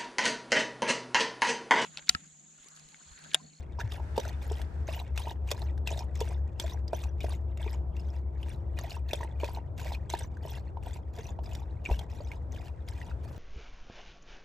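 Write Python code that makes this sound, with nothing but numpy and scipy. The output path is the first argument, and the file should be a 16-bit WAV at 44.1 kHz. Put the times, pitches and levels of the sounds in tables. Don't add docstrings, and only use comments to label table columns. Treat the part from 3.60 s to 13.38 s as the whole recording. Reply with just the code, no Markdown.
import sys
import numpy as np
from scipy import signal
from scipy.fft import rfft, irfft, next_fast_len
from scipy.io import wavfile
from scipy.ndimage import map_coordinates

SR = 44100
rng = np.random.default_rng(int(sys.argv[2]) if len(sys.argv) > 2 else 0)


def to_wav(sig):
    pcm = np.clip(np.atleast_2d(sig), -1, 1) * 32767
    pcm = np.round(pcm).astype(np.int16)
    wavfile.write(sys.argv[1], SR, pcm.T)


N = 431298

# start_s, end_s, strength_db
STROKES = [(0.195, 0.213, -49), (0.301, 0.381, -55), (0.563, 0.694, -52.5), (0.821, 1.017, -55),
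           (1.272, 1.399, -50), (1.562, 1.708, -50.5), (1.875, 2.028, -53.5), (2.267, 2.408, -49),
           (2.553, 2.733, -55), (2.992, 3.136, -53.5), (3.33, 3.456, -53.5), (3.606, 3.743, -52.5),
           (3.998, 4.153, -57), (4.361, 4.579, -66.5), (4.793, 4.955, -62.5), (5.171, 5.356, -52.5),
           (5.491, 5.636, -52.5), (5.801, 5.963, -52.5), (6.181, 6.344, -49.5), (6.497, 6.637, -52),
           (6.831, 6.983, -55.5), (7.227, 7.375, -57.5), (7.539, 7.698, -57.5), (7.838, 8.019, -59),
           (8.246, 8.419, -55.5), (8.501, 8.763, -61.5), (8.921, 9.082, -58.5), (9.278, 9.497, -59),
           (9.636, 9.783, -63)]
# start_s, level_db, pitch_hz, swell_s
AIR_POCKETS = [(0.1913, -35.5, 906, 0.003), (0.3998, -38.5, 850, 0.0015), (0.5788, -18, 504, 0.0024),
               (0.9133, -35, 423, 0.0025), (1.2857, -30.5, 610, 0.0027), (1.6703, -31, 918, 0.003),
               (1.9145, -26, 533, .0021), (2.312, -32.5, 594, .0015), (2.3259, -35.5, 640, .0013),
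               (2.6131, -24.5, 460, 0.0025), (3.0407, -36, 630, .0036), (3.3311, -24, 606, 0.0016),
               (3.6422, -27, 594, 0.0015), (4.0621, -34.5, 407, 0.0026), (5.2399, -36, 674, 0.0023),
               (5.5327, -23, 565, 0.0018), (5.606, -32.5, 950, 0.0013), (5.6308, -36, 930, 0.0014),
               (5.6471, -36.5, 880, .0022), (5.833, -23.5, 553, 0.0022), (5.887, -33.5, 730, 0.0016),
               (5.984, -35.5, 830, 0.0015), (6.2567, -38, 577, 0.0012), (6.5382, -23.5, 810, 0.001),
               (6.8505, -32.5, 600, 0.0019), (7.171, -37.5, 860, 0.0009), (7.269, -38.5, 720, .0027),
               (7.5875, -39.5, 444, 0.0041), (7.7891, -34.5, 710, 0.0008), (8.289, -34.5, 313, 0.0023),
               (8.2975, -32, 725, 0.0027), (8.3118, -26, 530, 0.0016), (8.6035, -38.5, 553, 0.0035)]
USUAL_STROKE_DB = -55


def plops(glide=0.1, slap_db=2.0, slap_peak_s=0.0016):
    start_s, level_db, pitch_hz, swell_s = np.vstack([AIR_POCKETS, drips()]).T[:, :, None]
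    t = np.arange(SR // 20) / SR
    gliding_hz = pitch_hz * (1 + glide * np.tanh(t / swell_s / 2 - 0.7))
    turns = np.cumsum(gliding_hz, axis=1) / SR
    pocket = amp(level_db) * swell(t, swell_s) * np.sin(2 * np.pi * turns)
    grit = rng.standard_normal((len(start_s), len(t)))
    slap = amp(level_db + slap_db) * swell(t, slap_peak_s) * grit
    # freq_hz, gain_db
    slap_colour = [(120, -17.5), (300, 7.5), (500, 2), (950, 10.0), (1500, -18.5), (3000, -17.0),
                   (8000, -40.0)]
    return placed(start_s, pocket) + coloured(placed(start_s, slap), slap_colour)


def drips(over_stroke_db=10.5, vary_db=4, centre_hz=864, spread=0.18, swell_s=0.0011):
    lag_s, scatter_s = -0.0041, 0.022
    _, end_s, strength_db, when, size, pitch = each_stroke(count=2)
    start_s = end_s + lag_s + scatter_s * when
    level_db = strength_db + over_stroke_db + vary_db * size
    pitch_hz = centre_hz * np.exp(spread * pitch)
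    return np.column_stack([start_s, level_db, pitch_hz, np.full(len(start_s), swell_s)])


def smacks(ring_gain_db=1, ring_peak_s=0.0012, crack_peak_s=0.0015, jitter=0.25):
    # start_s, ring_db, ring_hz, crack_db
    loud_films = [(0.2025, -31.5, 1430, -49), (0.212, -33.5, 1740, -43), (0.3197, -45, 3200, -36),
                  (0.5644, -43.5, 2670, -39), (0.5782, -37.5, 3310, -28), (0.599, -37, 5930, -31.5),
                  (0.651, -36, 1444, -40), (0.9186, -41.5, 7600, -51), (1.0156, -43.5, 1726, -35),
                  (1.5758, -33.5, 2656, -28), (1.9053, -45.5, 4720, -33.5), (1.9139, -28, 3360, -18),
                  (2.018, -39.5, 4120, -47), (2.177, -51, 1570, -48.5), (2.2733, -28.5, 2660, -28),
                  (2.2898, -36, 2460, -43), (2.3909, -36, 5420, -39), (2.6048, -40, 3710, -26.5),
                  (2.9979, -32, 3515, -23.5), (3.2795, -39, 4720, -46), (3.3313, -47, 1410, -41.5),
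                  (3.4374, -41, 2620, -36.5), (3.605, -38.5, 2310, -43), (3.973, -51, 2800, -42),
                  (4.077, -40.5, 2350, -61), (4.366, -48, 2730, -48.5), (4.8295, -42, 2840, -46),
                  (5.1878, -39, 1850, -31), (5.5107, -35, 2490, -55.5), (5.5325, -28, 3650, -26.5),
                  (5.6306, -37.5, 1840, -51), (5.843, -35, 2530, -33.5), (6.3489, -36, 2480, -45),
                  (6.4997, -34.5, 6160, -29), (6.5368, -34, 3940, -38), (6.5488, -41, 2580, -39.5),
                  (6.7698, -46, 1500, -55), (7.95, -43, 5460, -36), (8.252, -35, 2680, -55),
                  (8.2596, -26.5, 2380, -62), (8.311, -39.5, 2600, -44.5), (8.3916, -37, 3240, -35),
                  (8.716, -35.5, 2170, -45), (9.2855, -46, 2200, -36.5), (9.4147, -38.5, 1920, -50),
                  (9.513, -42, 1435, -59)]
    start_s, ring_db, ring_hz, crack_db = np.vstack([loud_films, soft_smacks()]).T[:, :, None]
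    t = np.arange(SR // 30) / SR
    grit, drift = rng.standard_normal((2, len(start_s), len(t)))
    turns = np.cumsum(ring_hz * (1 + jitter * drift), axis=1) / SR
    ring = amp(ring_db + ring_gain_db) * swell(t, ring_peak_s) * np.sin(2 * np.pi * turns)
    crack = amp(crack_db) * swell(t, crack_peak_s) * grit
    # freq_hz, gain_db
    crack_colour = [(200, -9.5), (800, -1), (1300, -1.5), (2600, -6.0), (3700, -1.0), (4600, -1.5),
                    (7000, -4), (15000, -8.5)]
    return placed(start_s, ring) + coloured(placed(start_s, crack), crack_colour)


def soft_smacks(vary_db=4, ring_over_db=4, crack_over_db=4, centre_hz=2465, spread=0.55):
    start_s, end_s, strength_db, when, size, pitch = each_stroke(count=6)
    snap_s = start_s + (end_s - start_s) * (1 + when) / 2
    level_db = strength_db + vary_db * size
    ring_hz = centre_hz * np.exp(spread * pitch)
    return np.column_stack([snap_s, level_db + ring_over_db, ring_hz, level_db + crack_over_db])


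def spray(clump_db=3):
    # freq_hz, gain_db
    spray_colour = [(300, -18.5), (900, -22), (1500, -0.5), (2500, 3.5), (3600, 2.5), (4600, 2), (6500, 3),
                    (8000, -1), (15000, 2)]
    pings = bubbles(centre_hz=2945, spread=0.5, life_s=0.0011, size_db=8.0, count=9000)
    mist = bubbles(centre_hz=8330, spread=0.35, life_s=0.00074, size_db=11.0, count=2400)
    snaps = crackle(peak_s=0.0013, size_db=4.5, count=2000)
    fizz = amp(-15) * rng.standard_normal(N)
    strength_db = np.array(STROKES)[:, 2]
    flow = stirring(strength_db, lead_s=0.0046, trail_s=0.017) * amp(clump_db * wobble(45))
    mix = amp(-6.0) * pings + amp(-5.0) * mist + amp(-7.0) * snaps + fizz
    return coloured(flow * mix, spray_colour)


def slosh(usual_db=-53.5, db_per_effort_db=0.56):
    gurgle = bubbles(centre_hz=797, spread=0.24, life_s=0.0019, size_db=6.5, count=2000)
    # freq_hz, gain_db
    churn_colour = [(150, -9.0), (300, -7.5), (900, 0.0), (1500, -7.5), (3000, -19.5)]
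    churn = unit(coloured(crackle(peak_s=0.0024, size_db=10.5, count=1500), churn_colour))
    stroke_db = usual_db + db_per_effort_db * effort_db()
    stirred = np.hypot(stirring(stroke_db, lead_s=0.0025, trail_s=0.031), wash())
    return stirred * (amp(-3.0) * gurgle + amp(-11.0) * churn)


def wash(under_plop_db=-27, decay_s=0.027):
    start_s, level_db, *_ = np.transpose(AIR_POCKETS)[:, :, None]
    t = np.arange(SR // 4) / SR
    churning = amp(level_db + under_plop_db) * np.exp(-t / decay_s)
    return np.sqrt(placed(start_s, churning ** 2))


def mouth(usual_db=-66, db_per_effort_db=0.45, lag_s=0.08):
    # freq_hz, gain_db
    mouth_colour = [(400, -19.5), (900, 8.5), (1200, -6), (1900, 2), (2800, -3.5), (3800, -4), (5000, -8),
                    (7500, -5), (15000, -30.5)]
    end_s = np.array(STROKES)[:, 1]
    squelch_db = usual_db + db_per_effort_db * effort_db()
    level_db = curves(np.column_stack([end_s + lag_s, squelch_db]))[0]
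    level = amp(level_db + 6.3 * wobble(22))
    saliva = bubbles(centre_hz=1800, spread=0.45, life_s=0.0009, size_db=4, count=4000)
    films = crackle(peak_s=0.0014, size_db=5, count=1800)
    return coloured(level * (saliva + films) / 2, mouth_colour)


def bowl(x, direct_db=0.23):
    # mode_hz, width_hz, gain_db
    glass_modes = [(1588, 50, -5.5), (2560, 200, -13), (3560, 320, -5.5), (5130, 220, -9.5),
                   (7750, 140, -6.5), (12180, 200, -11)]

    def response(f):
        ring = sum(amp(gain_db) * 1j * f * width_hz / (mode_hz ** 2 - f * f + 1j * f * width_hz)
                   for mode_hz, width_hz, gain_db in glass_modes)
        return amp(direct_db) + ring

    return filtered(x, response)


def thumps(peak_s=0.012):
    # start_s, level_db, pitch_hz
    pushes = [(.235, -28.5, 105), (0.902, -48, 81), (8.307, -18.5, 60)]
    start_s, level_db, pitch_hz = np.transpose(pushes)[:, :, None]
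    t = np.arange(SR // 4) / SR
    return placed(start_s, amp(level_db) * swell(t, peak_s) * np.sin(2 * np.pi * pitch_hz * t))


def walls(x):
    # freq_hz, t60_s
    wall_decay = [(150, 0.041), (800, 0.07), (3000, 0.047), (12000, 0.0067)]
    hz, t, z = signal.stft(rng.standard_normal((2, SR // 5)), SR, nperseg=256)
    decay = amp(-60 * t / along(wall_decay, hz)[:, None])
    tail = signal.istft(z * decay, SR, nperseg=256)[1]
    tail = np.pad(tail, ((0, 0), (SR // 300, 0)))
    return signal.fftconvolve(x[None], tail / np.linalg.norm(tail[0]), axes=1)[:, :N]


def cabin():
    # time_s, level_db
    boom_level = [(0, -43.5), (.9, -37), (4.4, -35.5), (5, -39.5), (7.8, -44), (9.78, -44)]
    # time_s, level_db
    whine_level = [(0, -69.5), (3.6, -60.5), (5.15, -60), (5.4, -68), (9.78, -71)]
    # time_s, level_db
    hiss_level = [(0, -75.5), (.5, -54), (1.2, -59), (1.6, -71.5), (4, -88), (8.5, -74.5), (9.78, -63)]
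    # freq_hz, density_db
    rumble_colour = [(20, -16.5), (40, -7.5), (60, 3.5), (85, -2), (120, -3.5), (200, -16.5), (350, -18.5),
                     (600, -20.5), (950, -26.5), (1200, -25.5), (2000, -54.5), (3200, -58.5), (8000, -64)]
    # freq_hz, density_db
    hiss_colour = [(300, -15.5), (1300, 11), (2300, -3), (3200, -8.5), (7000, -13), (15000, -24)]
    t = np.arange(N) / SR
    boom_hz = 70 - 0.35 * t + 1.212 * wobble(11)
    boom = amp(curves(boom_level)[0] + 3.1 * wobble(16)) * tone(boom_hz)
    whine_hz = 357 - 2.7 * t + 0.87 * wobble(14)
    whine = amp(curves(whine_level)[0] + 0.68 * wobble(4.9)) * tone(whine_hz)
    rumble = amp(-43.5 + wobble(4)) * noise(rumble_colour)
    hiss = amp(curves(hiss_level)[0]) * noise(hiss_colour)
    lean = [(150, 2.8), (500, 0)]  # freq_hz, left_minus_right_db
    lead = [(0, 0.018)]  # freq_hz, left_lead_rad
    return between_ports(boom + drones() + whine + rumble, lean, lead) + hiss


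def drones(waver_hz=1.175):
    # pitch_hz, level_db
    hums = [(57, -51), (78.5, -45.5), (98, -53.5)]
    return sum(amp(level_db) * tone(pitch_hz + waver_hz * wobble(6)) for pitch_hz, level_db in hums)


def noise(spectrum):
    # freq_hz, left_right_correlation
    likeness = [(60, 0.84), (150, 0.95), (380, 0.59), (950, 0.081), (2400, 0.067), (15000, 0.17)]

    def shares(hz):
        turn = np.arccos(np.clip(along(likeness, hz), -1, 1)) / 2
        return amp(along(spectrum, hz)) * [np.cos(turn), np.sin(turn)]

    mid, side = filtered(rng.standard_normal((2, N)), shares)
    return unit(np.array([mid + side, mid - side]))


def tone(hz):
    return unit(np.sin(2 * np.pi * np.cumsum(hz) / SR))


def bubbles(centre_hz, spread, life_s, size_db, count):
    starts_s, size = scatter(size_db, count)
    pitch, life, glide = rng.standard_normal((3, count, 1))
    hz = np.clip(centre_hz * np.exp(spread * pitch), 250, 15000)
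    t = np.arange(SR // 80) / SR
    age = t / (life_s * np.exp(0.71 * life))
    turns = np.cumsum(hz * (1 + 0.064 * glide * np.tanh(age / 2)), axis=1) / SR
    fade = 1 - t / t[-1]
    waves = swell(age, 1) * np.sin(2 * np.pi * turns) * fade
    return unit(placed(starts_s, size[:, None] * waves))


def crackle(peak_s, size_db, count):
    starts_s, size = scatter(size_db, count)
    t = np.arange(SR // 80) / SR
    bursts = swell(t, peak_s) * rng.standard_normal((count, len(t)))
    return unit(placed(starts_s, size[:, None] * bursts))


def scatter(size_db, count):
    starts_s = (np.arange(count) + 6 * rng.random(count)) / count * N / SR
    return starts_s, amp(size_db * np.minimum(rng.exponential(size=count), 3))


def stirring(levels_db, lead_s, trail_s, sag_db_per_s=14):
    t, power = np.arange(N) / SR, np.zeros(N)
    for (start_s, end_s, _), level_db in zip(STROKES, levels_db):
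        span = slice(max(0, int((start_s - 0.5) * SR)), int((end_s + 0.5) * SR))
        near = t[span]
        outside = np.maximum(start_s - near, 0) / lead_s + np.maximum(near - end_s, 0) / trail_s
        sagging_db = level_db - sag_db_per_s * (near - (start_s + end_s) / 2)
        power[span] += amp(sagging_db) ** 2 * np.exp(-2 * outside)
    return np.sqrt(power)


def effort_db():
    return np.array(STROKES)[:, 2] - USUAL_STROKE_DB


def each_stroke(count):
    strokes = np.repeat(STROKES, count, axis=0)
    return (*strokes.T, *rng.uniform(-1, 1, (len(strokes), 3)).T)


def swell(t, peak_s):
    return t / peak_s * np.exp(1 - t / peak_s)


def placed(starts_s, waves):
    first = (np.maximum(starts_s, 0) * SR).astype(int).reshape(-1, 1)
    index = first + np.arange(waves.shape[1])
    return np.bincount(index.ravel(), waves.ravel(), N)[:N]


def between_ports(x, balance, lead):
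    sides = np.array([[1], [-1]]) / 2

    def response(hz):
        return amp(sides * along(balance, hz)) * np.exp(1j * sides * along(lead, hz))

    return filtered(x, response)


def coloured(x, spectrum):
    return filtered(x, lambda hz: amp(along(spectrum, hz)))


def filtered(x, response):
    m = next_fast_len(N + SR // 2)
    return irfft(rfft(x, m) * response(np.fft.rfftfreq(m, 1 / SR)), m)[..., :N]


def along(points, hz):
    f, v = np.transpose(points)
    return np.interp(np.log(hz + 1), np.log(f + 1), v)


def curves(rows):
    time_s, *cols = np.transpose(rows)
    return [np.interp(np.arange(N) / SR, time_s, c) for c in cols]


def wobble(rate_hz):
    knots = rng.standard_normal(int(N * rate_hz / SR) + 4)
    return map_coordinates(knots, [np.arange(N) * rate_hz / SR])


def amp(db):
    return 10 ** (np.asarray(db) / 20)


def unit(x):
    return x / np.sqrt(np.mean(x ** 2) + 1e-20)


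def scene():
    # freq_hz, left_minus_right_db
    bowl_balance = [(100, 3), (300, 1), (700, -2.5), (1300, -2), (2400, -.5), (8000, 0)]
    # freq_hz, left_lead_rad
    bowl_lead = [(150, 0), (500, -.45), (2000, .2), (3000, 1), (4300, .4), (5800, -.3), (7400, 0),
                 (9000, -2.7), (12000, -5.8), (16000, -9.5)]
    water = bowl(plops() + smacks() + spray() + slosh() + mouth())
    echo = amp(-10) * walls(water)
    return between_ports(water + thumps(), bowl_balance, bowl_lead) + echo + cabin()


def record(dry, top_hz=15900):
    # freq_hz, gain_db
    mic_colour = [(950, 1), (1150, -7.5), (1350, -3), (1600, 0), (7800, -2.5), (9000, 0), (10000, -12),
                  (11200, -6), (12300, -5), (14500, -8.5), (16000, -6)]
    return filtered(dry, lambda hz: amp(along(mic_colour, hz)) * (hz < top_hz))


dry = scene()
out = record(dry)
to_wav(out)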